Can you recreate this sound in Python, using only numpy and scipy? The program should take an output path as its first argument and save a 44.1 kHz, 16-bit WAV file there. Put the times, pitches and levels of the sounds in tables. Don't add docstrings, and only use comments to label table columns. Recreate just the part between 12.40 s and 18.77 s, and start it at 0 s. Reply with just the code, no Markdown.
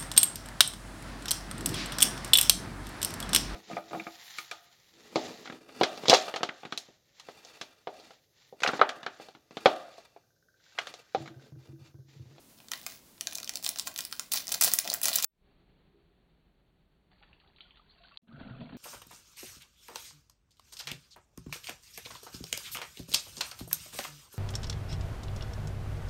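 import sys
import numpy as np
from scipy import signal
from scipy.fft import rfft, irfft, next_fast_len
from scipy.io import wavfile
from scipy.ndimage import uniform_filter1d

SR = 44100
rng = np.random.default_rng(int(sys.argv[2]) if len(sys.argv) > 2 else 0)


def digitize_waveform(pressure):
    field = np.atleast_2d(pressure).T
    bounded = np.clip(field, -1, 1)
    quanta = np.round(bounded * 32767).astype(np.int16)
    wavfile.write(sys.argv[1], SR, quanta)


N = 280917

CUT_S, SECOND_CUT_S = 2.8505, 5.7768
STREAM_RISE_DB_PER_S = 102


def sachet():
    # start in seconds, hold in seconds, rustle in dB, powder hum in dB.
    squeezes = np.array([(0.083, 0.013, -69.5, -80), (0.175, .02, -62.5, -64.5), (0.307, 0.13, -54.5, -65),
                         (.46, 0.082, -54, -75), (0.8, .27, -60, -61.5), (1.127, .03, -51.5, -55),
                         (1.228, .08, -49, -57.5), (1.353, .07, -51, -64.5), (1.454, .02, -49.5, -56),
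                         (1.563, .09, -50, -66), (1.713, .1, -57.5, -80), (1.913, .06, -36, -52),
                         (2.076, .08, -43.5, -53.5), (2.212, .07, -31.5, -48), (2.311, .07, -46, -62.5),
                         (2.438, .11, -44.5, -49.5), (2.628, .07, -34, -48.5), (2.73, .05, -35.5, -56.5),
                         (2.83, .03, -34, -50)])
    # frequency in Hz, width in Hz, relative gain in dB.
    mug_air = [(676, 110, 8), (841, 31, -2), (2450, 22, -3)]
    # frequency in Hz, relative level in dB.
    capsule = [(3000, 1), (4700, 3.5), (8500, -2.5), (12300, -1.5), (15300, 4.5), (17000, 4.5)]
    pane_echo_s, pane_echo_db = 0.00198, -18
    idle_rustle_db = -76
    effort = undb(idle_rustle_db) + pushes(squeezes[:, :3], attack_s=0.006, t60=0.25)
    trickle = pushes(np.delete(squeezes, 2, axis=1), attack_s=0.02, t60=0.3)

    film = film_snaps(effort) + film_rustle(effort)
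    film = film + undb(pane_echo_db) * np.roll(film, int(pane_echo_s * SR))
    wet = film + room(film, wet_db=-5.5, stretch=0.73)
    wet = np.std(wet) * colour(wet, capsule)
    mug = undb(-4) * resonate(wet, mug_air)
    return wet + mug + powder_hum(trickle, mug_air[:1]) + room_tone() + rumble(trickle)


def film_snaps(effort):
    # start in seconds, approximate peak in dB before the room,
    # centre in Hz, level of the low part in dB against the centre.
    clear_snaps = [(.187, -50, 4500, -10), (.203, -47.5, 3000, 2), (.2855, -36, 5770, -13),
                   (.3177, -19, 6010, -6.5), (.3355, -22.5, 5580, -3), (.4651, -21.5, 7050, -5),
                   (.4683, -27.5, 8490, -4.5), (.522, -37, 5880, -5), (.78, -51, 4140, 2.5),
                   (.8104, -18, 5550, -13), (.8717, -17.5, 5820, -8), (.9124, -35, 4880, -15),
                   (.9253, -34, 5280, 1.5), (.9317, -28, 7636, -17), (.9508, -29, 7263, -21.5),
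                   (.9546, -18.5, 6260, -27.5), (.9756, -28, 6860, -21.5), (.9843, -25, 5690, -7.5),
                   (1.0019, -29.5, 7360, -7.5), (1.0313, -27, 6090, -10), (1.0452, -27.5, 6880, -20),
                   (1.0766, -26.5, 4176, -21), (1.0941, -18, 5546, -12), (1.138, -33.5, 5060, -10),
                   (1.1568, -18.5, 5240, -17.5), (1.1721, -25.5, 5965, -18), (1.2274, -30, 7580, -14.5),
                   (1.2375, -29.5, 7920, -18.5), (1.2426, -26, 5030, -18.5), (1.2467, -18, 5880, -23),
                   (1.2589, -26, 6860, -20), (1.2643, -15, 5750, -12.5), (1.2771, -23, 8420, -11.5),
                   (1.2911, -12.5, 7060, -19), (1.36, -30.5, 5590, -3), (1.387, -21.5, 7153, -14),
                   (1.3898, -23.5, 6495, -15), (1.397, -15.5, 6230, -19.5), (1.4696, -31, 4700, -6.5),
                   (1.4726, -22, 7550, -3.5), (1.475, -27.5, 5875, -8.5), (1.4789, -23, 7565, -14),
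                   (1.5415, -36.5, 9490, -24), (1.5618, -24, 5350, -15), (1.578, -23.5, 6120, -23),
                   (1.5866, -27, 7990, -16.5), (1.5898, -18, 6950, -7.5), (1.607, -21.5, 6660, -22),
                   (1.6512, -22, 7830, -16), (1.7136, -35, 5730, -9.5), (1.7268, -22, 6140, -7.5),
                   (1.7962, -16.5, 7090, -11), (1.9193, -18, 6750, -17.5), (1.922, -17.5, 5860, -18.5),
                   (1.926, -20.5, 8774, -24), (1.9307, -23, 8400, -19), (1.935, -20, 7920, -18),
                   (1.9372, -11.5, 8960, -17.5), (1.9429, -21, 6664, -9), (1.9587, -21.5, 9880, -13.5),
                   (1.9735, -19.5, 4540, -15.5), (1.9764, -21.5, 4158, -19), (1.984, -23.5, 8770, -20),
                   (2.0703, -26, 5240, -14), (2.0807, -22, 5990, -17.5), (2.0923, -24, 8170, -15.5),
                   (2.1184, -23, 6040, -10.5), (2.1205, -16, 6170, -17.5), (2.1234, -14.5, 7390, -17.5),
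                   (2.1262, -20.5, 7265, -22.5), (2.142, -18, 6676, -8.5), (2.1455, -16, 6990, -15),
                   (2.211, -10.5, 8830, -18), (2.2128, -7, 8710, -12.5), (2.2166, -13, 8750, -12.5),
                   (2.2233, -7.5, 7580, -12), (2.2267, -12.5, 7000, -13), (2.2366, -8.5, 8870, -24),
                   (2.2392, -7, 7940, -23), (2.2459, -5, 8770, -18.5), (2.2515, -14, 8340, -21),
                   (2.2542, -18, 7626, -17), (2.2721, -19, 7007, -16), (2.2767, -19, 6990, -13.5),
                   (2.337, -3.5, 9985, -20.5), (2.3415, -19.5, 7720, -19.5), (2.3873, -13.5, 7813, -9),
                   (2.3893, -7.5, 8680, -27), (2.3995, -25.5, 5220, -13), (2.446, -30.5, 5343, -12),
                   (2.4766, -21, 5390, -8), (2.5011, -14.5, 5450, -22.5), (2.5191, -24.5, 5540, -21),
                   (2.5314, -19.5, 5510, -11), (2.5394, -12, 7895, -20.5), (2.5454, -19.5, 10520, -8),
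                   (2.6159, -19, 8470, -12.5), (2.6337, -12, 9990, -25.5), (2.6373, -17, 9435, -27),
                   (2.6437, -15.5, 6270, -18), (2.6564, -8.5, 6220, -14), (2.6616, -20, 7520, -19.5),
                   (2.6727, -22.5, 6980, -15.5), (2.6838, -10.5, 9120, -12.5), (2.6913, -17, 5310, -17),
                   (2.7373, -19, 9760, -19), (2.757, -8.5, 8790, -21.5), (2.7607, -8.5, 7445, -22.5),
                   (2.7865, -16, 5895, -11), (2.8011, -22.5, 6450, -8.5), (2.8255, -14.5, 6970, -16),
                   (2.8296, -21.5, 6840, -18), (2.8382, -20, 7690, -15), (2.8448, -7, 7300, -21.5)]
    rows = np.vstack([clear_snaps, small_snaps(effort, count=250)])
    return clicks(rows, decay_s=0.00058, octaves=0.94, low_hz=1900, skirt_db=-20.5, size=512)


def small_snaps(effort, count):
    over_rustle_db = 11.5
    u = rng.random((count, 4))
    s = 0.05 + (CUT_S - 0.06) * u[:, 0]
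    effort_db = 20 * np.log10(effort[(s * SR).astype(int)])
    db = effort_db + over_rustle_db + 4.0 * np.log(u[:, 1])
    hz = 4500 * 2 ** u[:, 2]
    low_db = -5 - 14 * u[:, 3]
    return np.transpose([s, db, hz, low_db])


def film_rustle(effort):
    # frequency in Hz, relative level in dB.
    film_tone = [(300, -28.5), (1000, -19), (2500, -6.5), (4700, -0.5), (8000, -4.5), (12300, -7.5),
                 (15300, -3)]
    return effort * colour(grains(1000, scatter_db=5.5, decay_s=0.0004), film_tone)


def powder_hum(trickle, lowest_mode):
    hum = resonate(grains(400, scatter_db=5.0, decay_s=0.00046), lowest_mode)
    return trickle * hum / np.std(hum)


def first_drops():
    # start in seconds, approximate peak in dB,
    # centre in Hz, level of the low part in dB against the centre.
    hits = [(4.7169, -59.5, 3437, 2.5), (4.8267, -50.5, 2720, -2), (4.8346, -50, 2535, -1.5),
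            (4.9312, -47.5, 2580, -28), (5.0012, -54.5, 3100, -23), (5.0766, -57, 3260, -18),
            (5.1626, -52, 3360, -22), (5.1848, -49.5, 2740, -6.5), (5.2073, -38, 3250, -20),
            (5.3087, -47.5, 2900, -25), (5.3176, -58, 2760, -25), (5.3589, -52.5, 3232, -11),
            (5.4892, -61, 4050, -19), (5.5086, -52, 3720, -17), (5.5837, -56.5, 3700, -15),
            (5.6185, -57, 3440, -18), (5.6388, -50, 2850, -7), (5.6546, -50, 3740, -11),
            (5.3725, -53, 3080, -1), (5.7732, -31, 3840, -18)]
    # start in seconds, peak in dB, pitch in Hz, 60 dB decay time in seconds.
    ring_rows = [(3.53, -63, 340, .53), (3.54, -60.5, 406, .32), (4.81, -60, 830, .053),
                 (5.2, -59, 1350, .036), (5.25, -61.5, 1444, 0.052), (5.395, -56.5, 1230, 0.018),
                 (5.49, -60.5, 4220, .13), (5.58, -70, 1085, .1), (5.575, -66, 2700, .08),
                 (5.6, -60.5, 690, 0.33), (5.646, -54.5, 1530, 0.023), (5.71, -56.5, 1380, .04),
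                 (5.714, -57, 1140, .07), (5.72, -61, 2700, 0.087)]
    # time in seconds, level in dB.
    spatter_level = [(4.7, -92), (4.715, -68), (4.8, -62), (4.95, -64), (5.15, -67), (5.6, -61),
                     (5.66, -52), (5.77, -56)]
    # frequency in Hz, relative level in dB.
    spatter_tone = [(300, -22), (700, -7), (1800, 4.5), (3400, 2), (4600, 8)]
    drops = clicks(hits, decay_s=0.0013, octaves=0.49, low_hz=1047.6, skirt_db=-17.5, size=1024)
    spatter = curve(spatter_level) * colour(grains(500, scatter_db=-0.5, decay_s=0.00059), spatter_tone)
    small_rows = fizz(4.72, 5.76, count=220, lo_hz=600, hi_hz=3600, db=-65, cycles=22)
    small = bubbles(small_rows, rise_s=0.003)
    rings = bubbles(with_glide(ring_rows, -0.011), rise_s=0.0066)
    rings = rings * (1 + 0.2 * walk(350))
    return drops + room(drops, wet_db=-4.5, stretch=1.9) + spatter + small + rings + slow_tone()


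def stream():
    # start in seconds, hold in seconds, gain in dB ahead of the water gain.
    surges = [(6.0, 0.014, -55.5), (6.2, 0.013, -47), (6.33, 0.045, -61)]
    # start in seconds, approximate peak in dB,
    # centre in Hz, level of the low part in dB against the centre.
    slap_rows = [(5.8825, -64, 3020, -12), (5.928, -61, 3560, -6), (5.9999, -53.5, 4200, 5),
                 (6.0544, -55, 2230, -4), (6.099, -56, 2060, 6), (6.2078, -50, 3220, -6),
                 (6.2593, -57, 3520, 0), (6.2941, -55, 2800, 6), (6.325, -58, 2790, 10)]
    lands_s, before_landing_db = 5.874, -10
    stream_db, water_db = -55, 4.0
    full_s = 5.99
    landed = np.arange(N) > lands_s * SR

    rise = fade_in(full_s, STREAM_RISE_DB_PER_S) * np.where(landed, 1, undb(before_landing_db))
    flow = rise * undb(stream_db) + pushes(surges, attack_s=0.019, t60=0.07)
    middle_rows = fizz(5.82, 6.37, count=130, lo_hz=293, hi_hz=1180, db=-2, cycles=15)
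    small_rows = fizz(5.87, 6.37, count=90, lo_hz=1710, hi_hz=4530, db=-5.5, cycles=75)
    middle = bubbles(middle_rows, rise_s=0.0055)
    small = bubbles(small_rows, rise_s=0.0049)
    water = flow * (undb(water_db) * splash() + middle + small)
    slaps = clicks(slap_rows, decay_s=0.004, octaves=0.39, low_hz=900, skirt_db=-16, size=2048)
    return water + landed * warble() + slaps + glugs()


def splash():
    # frequency in Hz, relative level in dB.
    stream_tone = [(60, 9), (130, 14.5), (240, 18), (340, 2.5), (680, -7.5), (1200, -11), (3200, -10),
                   (4500, -16)]
    # frequency in Hz, width in Hz, relative gain in dB.
    filling_mug = [(535, 26, 4), (668, 48, 15.5), (2700, 56, -0.5), (3380, 89, -2), (4102.2, 200, 0)]
    strikes = colour(grains(1500, scatter_db=2.0, decay_s=0.0048), stream_tone)
    return strikes + resonate(strikes, filling_mug)


def glugs():
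    # start in seconds, peak in dB before the shaking,
    # pitch in Hz, 60 dB decay time in seconds.
    big_bubbles = [(5.828, -64, 225, .19), (5.884, -49.5, 227.6, .5), (5.929, -47, 135, .13),
                   (5.943, -51.5, 138, .19), (6.006, -46, 253, .11), (6.029, -45, 149, .12),
                   (6.06, -42, 209, 0.16), (6.099, -44, 214, 0.065), (6.105, -39.5, 123, 0.25),
                   (6.149, -49.5, 138, .16), (6.195, -41.5, 231.5, 0.24), (6.208, -45.5, 250, .1),
                   (6.24, -41, 234, 0.11), (6.276, -55, 163, 0.26), (6.323, -38.5, 253, 0.12),
                   (6.347, -35.5, 249, 0.29)]
    return bubbles(with_glide(big_bubbles, 0.11), rise_s=0.005) * (1 + 0.27 * walk(90))


def warble():
    centre_hz, level_db = 1457, -58.5
    full_s, hold_s, sag_db_per_s = 5.935, 0.2, 60
    sag_db = -sag_db_per_s * np.maximum(np.arange(N) / SR - full_s - hold_s, 0)
    hz = centre_hz * (1 + 0.05 * walk(80))
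    rough_band = walk(420) * np.sin(2 * np.pi * np.cumsum(hz) / SR)
    return fade_in(full_s, STREAM_RISE_DB_PER_S) * undb(level_db + sag_db) * rough_band


def fizz(t0, t1, count, lo_hz, hi_hz, db, cycles):
    u = rng.random((count, 4))
    s = t0 + (t1 - t0) * u[:, 0]
    hz = lo_hz * (hi_hz / lo_hz) ** u[:, 1]
    glide = 0.37 * (u[:, 3] - 0.4)
    return np.transpose([s, db - 12 * u[:, 2], hz, cycles / hz, glide])


def bubbles(table, rise_s):
    out, t = np.zeros(2 * N), np.arange(SR // 4) / SR
    for s, db, hz, t60, glide in table:
        shape = (1 - np.exp(-(t / rise_s) ** 2)) * np.exp(-np.log(1000) * t / t60)
        tone = np.sin(2 * np.pi * hz * (t + glide * t ** 2 / t60))
        start = int(s * SR)
        out[start:start + len(t)] += undb(db) * shape / shape.max() * tone
    return out[:N]


def with_glide(table, glide):
    return [(*row, glide) for row in table]


def clicks(table, decay_s, octaves, low_hz, skirt_db, size):
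    s, db, hz, low_db = (c[:, None] for c in np.transpose(table))
    lead = size // 8
    t = np.maximum(np.arange(size) - lead, 0) / SR
    f = np.arange(size // 2 + 1) * SR / size + 1
    chance = rng.standard_normal((len(table), 2 * size)) * np.tile(np.arange(size) >= lead, 2)
    chance[:, [lead, size + lead]] = 1.38 * np.sign(chance[:, [lead]])

    def burst(noise, tau, shape):
        y = irfft(rfft(noise * np.exp(-t / tau)) * shape)
        return y / np.sqrt(np.sum(y ** 2, axis=1, keepdims=True))

    crack_shape = np.exp(-(np.log2(f / hz) / octaves) ** 2) + undb(skirt_db) * (f > hz)
    thud_shape = np.exp(-(np.log2(f / low_hz) / 1.33) ** 2)
    crack = burst(chance[:, :size], decay_s, crack_shape)
    thud = burst(chance[:, size:], 3.0 * decay_s, thud_shape)
    energy_to_peak = 0.76 * np.sqrt(decay_s * SR)
    bursts = (crack + undb(low_db) * thud) * undb(db) * energy_to_peak
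    starts = ((s[:, 0] - 0.5 * decay_s) * SR).astype(int) - lead
    out = np.zeros(N + size)
    for start, row in zip(starts, bursts):
        out[start:start + size] += row
    return out[:N]


def grains(rate, scatter_db, decay_s):
    sizes = (rng.random(N) < rate / SR) * undb(scatter_db * rng.standard_normal(N))
    envelope = signal.lfilter([1], [1, -np.exp(-1 / (decay_s * SR))], sizes)
    return envelope * rng.standard_normal(N)


def resonate(x, modes):
    return sum(undb(db) * signal.lfilter(*signal.iirpeak(hz, hz / width, fs=SR), x) for hz, width, db in modes)


def room(x, wet_db, stretch):
    # frequency in Hz, 60 dB decay time in seconds.
    decay_times = [(500, .35), (2000, 0.47), (5500, .25), (9000, 0.23), (14000, 0.1)]
    # frequency in Hz, relative level in dB.
    tail_tone = [(200, 7.5), (1000, 0), (4500, -5), (9000, 1.5), (16000, -3)]
    t = np.arange(int(0.37 * stretch * SR)) / SR
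    hz, t60 = np.transpose(decay_times)
    stretched_tone = [(f / stretch, db) for f, db in tail_tone]
    noise = rfft(colour(rng.standard_normal(len(t)), stretched_tone))
    octave = np.log2(np.arange(len(noise)) * SR / len(t) * stretch / 250 + 1e-9)
    tail = 0
    for k in range(7):
        band = irfft(noise * np.clip(1 - np.abs(octave - k), 0, 1), len(t))
        band_t60 = stretch * np.interp(np.log(250 * 2 ** k), np.log(hz), t60)
        tail = tail + band * np.exp(-np.log(1000) * t / band_t60)
    onset = np.clip(t / (0.0017 * stretch), 0, 1)
    near_surfaces = 1 + 1.8 * np.exp(-t / (0.0042 * stretch))
    tail = tail * onset * near_surfaces
    return undb(wet_db) * signal.fftconvolve(x, tail / np.sqrt(np.sum(tail ** 2)))[:N]


def room_tone():
    # frequency in Hz, relative density in dB per Hz.
    tone_points = [(240, -28.5), (400, -3.5), (986, -4.5), (1430, -8.5), (1620, -10), (3170, -8.5),
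                   (15300, -8.5), (16500, -11.5)]
    return undb(-61 + 1.1 * walk(23)) * colour(rng.standard_normal(N), tone_points)


def rumble(trickle):
    # frequency in Hz, relative density in dB per Hz.
    rumble_points = [(15, -45), (25, -8.5), (60, -6), (114, -5), (194, -1), (300, -1), (400, -10.5),
                     (600, -12.5), (900, -40)]
    house_db, hand_db = -65, -11.5
    level = undb(house_db) + undb(hand_db) * trickle
    return level * colour(rng.standard_normal(N), rumble_points)


def slow_tone():
    # time in seconds, level in dB against the usual level.
    drift = [(2.85, 5.5), (3.2, 2.5), (4.2, -1.5), (4.65, -2), (4.8, 0.5), (5.8, -1.5)]
    # frequency in Hz, relative density in dB per Hz.
    slow_points = [(15, -36), (25, -0.5), (57, 3), (96, -9), (173, -2), (234, -10.5), (378, -11.5),
                   (403, -8.5), (470, -16), (791, -18), (921, -22.5), (4500, -28), (5850, -58),
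                   (9900, -120)]
    level = curve(drift) * fade_in(full_s=3.056, db_per_s=184.5) * undb(-66.5 + walk(42))
    return level * colour(rng.standard_normal(N), slow_points)


def undb(db):
    return 10 ** (np.asarray(db) / 20)


def curve(table):
    s, db = np.transpose(table)
    return undb(np.interp(np.arange(N) / SR, s, db, left=-200, right=-200))


def pushes(table, attack_s, t60):
    out, t = 0, np.arange(N) / SR
    for s, hold, db in table:
        attack = np.clip((t - s) / attack_s, 0, 1)
        out = out + undb(db - 60 / t60 * np.maximum(t - s - hold, 0)) * attack
    return out


def fade_in(full_s, db_per_s):
    return undb(db_per_s * np.minimum(np.arange(N) / SR - full_s, 0))


def walk(rate):
    k = int(SR / rate)
    held = np.repeat(rng.standard_normal(N // k + 1), k)
    y = uniform_filter1d(uniform_filter1d(held, k), k)[:N]
    return y / np.std(y)


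def colour(x, points):
    size = next_fast_len(len(x))
    hz, db = np.transpose(points)
    f = np.arange(size // 2 + 1) * SR / size + 1
    gain = undb(np.interp(np.log(f), np.log(hz), db))
    y = irfft(rfft(x, size) * gain, size)
    return y[:len(x)] / np.std(y)


def scene():
    t = np.arange(N) / SR
    dull = signal.ellip(12, 0.3, 60, 4640, fs=SR, output="sos")
    pour_on = t > SECOND_CUT_S + 0.042
    drops, pour = signal.sosfilt(dull, [first_drops(), stream() * pour_on])
    sachet_on = np.clip((CUT_S - t) / 0.001, 0, 1)
    drops_on = np.clip((SECOND_CUT_S - t) / 0.001, 0, 1)
    return (sachet() * sachet_on + drops * drops_on + pour)[None]


def record(dry):
    mic_top_hz, top_hz = 15850, 17130
    wet = 0.85 * np.tanh(dry / 0.85)
    wet = signal.sosfilt(signal.ellip(8, 0.3, 22, mic_top_hz, fs=SR, output="sos"), wet)
    step = undb(-81.5)
    stepped = step * np.round(wet / step)
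    return signal.sosfilt(signal.ellip(10, 0.2, 70, top_hz, fs=SR, output="sos"), stepped)


dry = scene()
out = record(dry)
digitize_waveform(out)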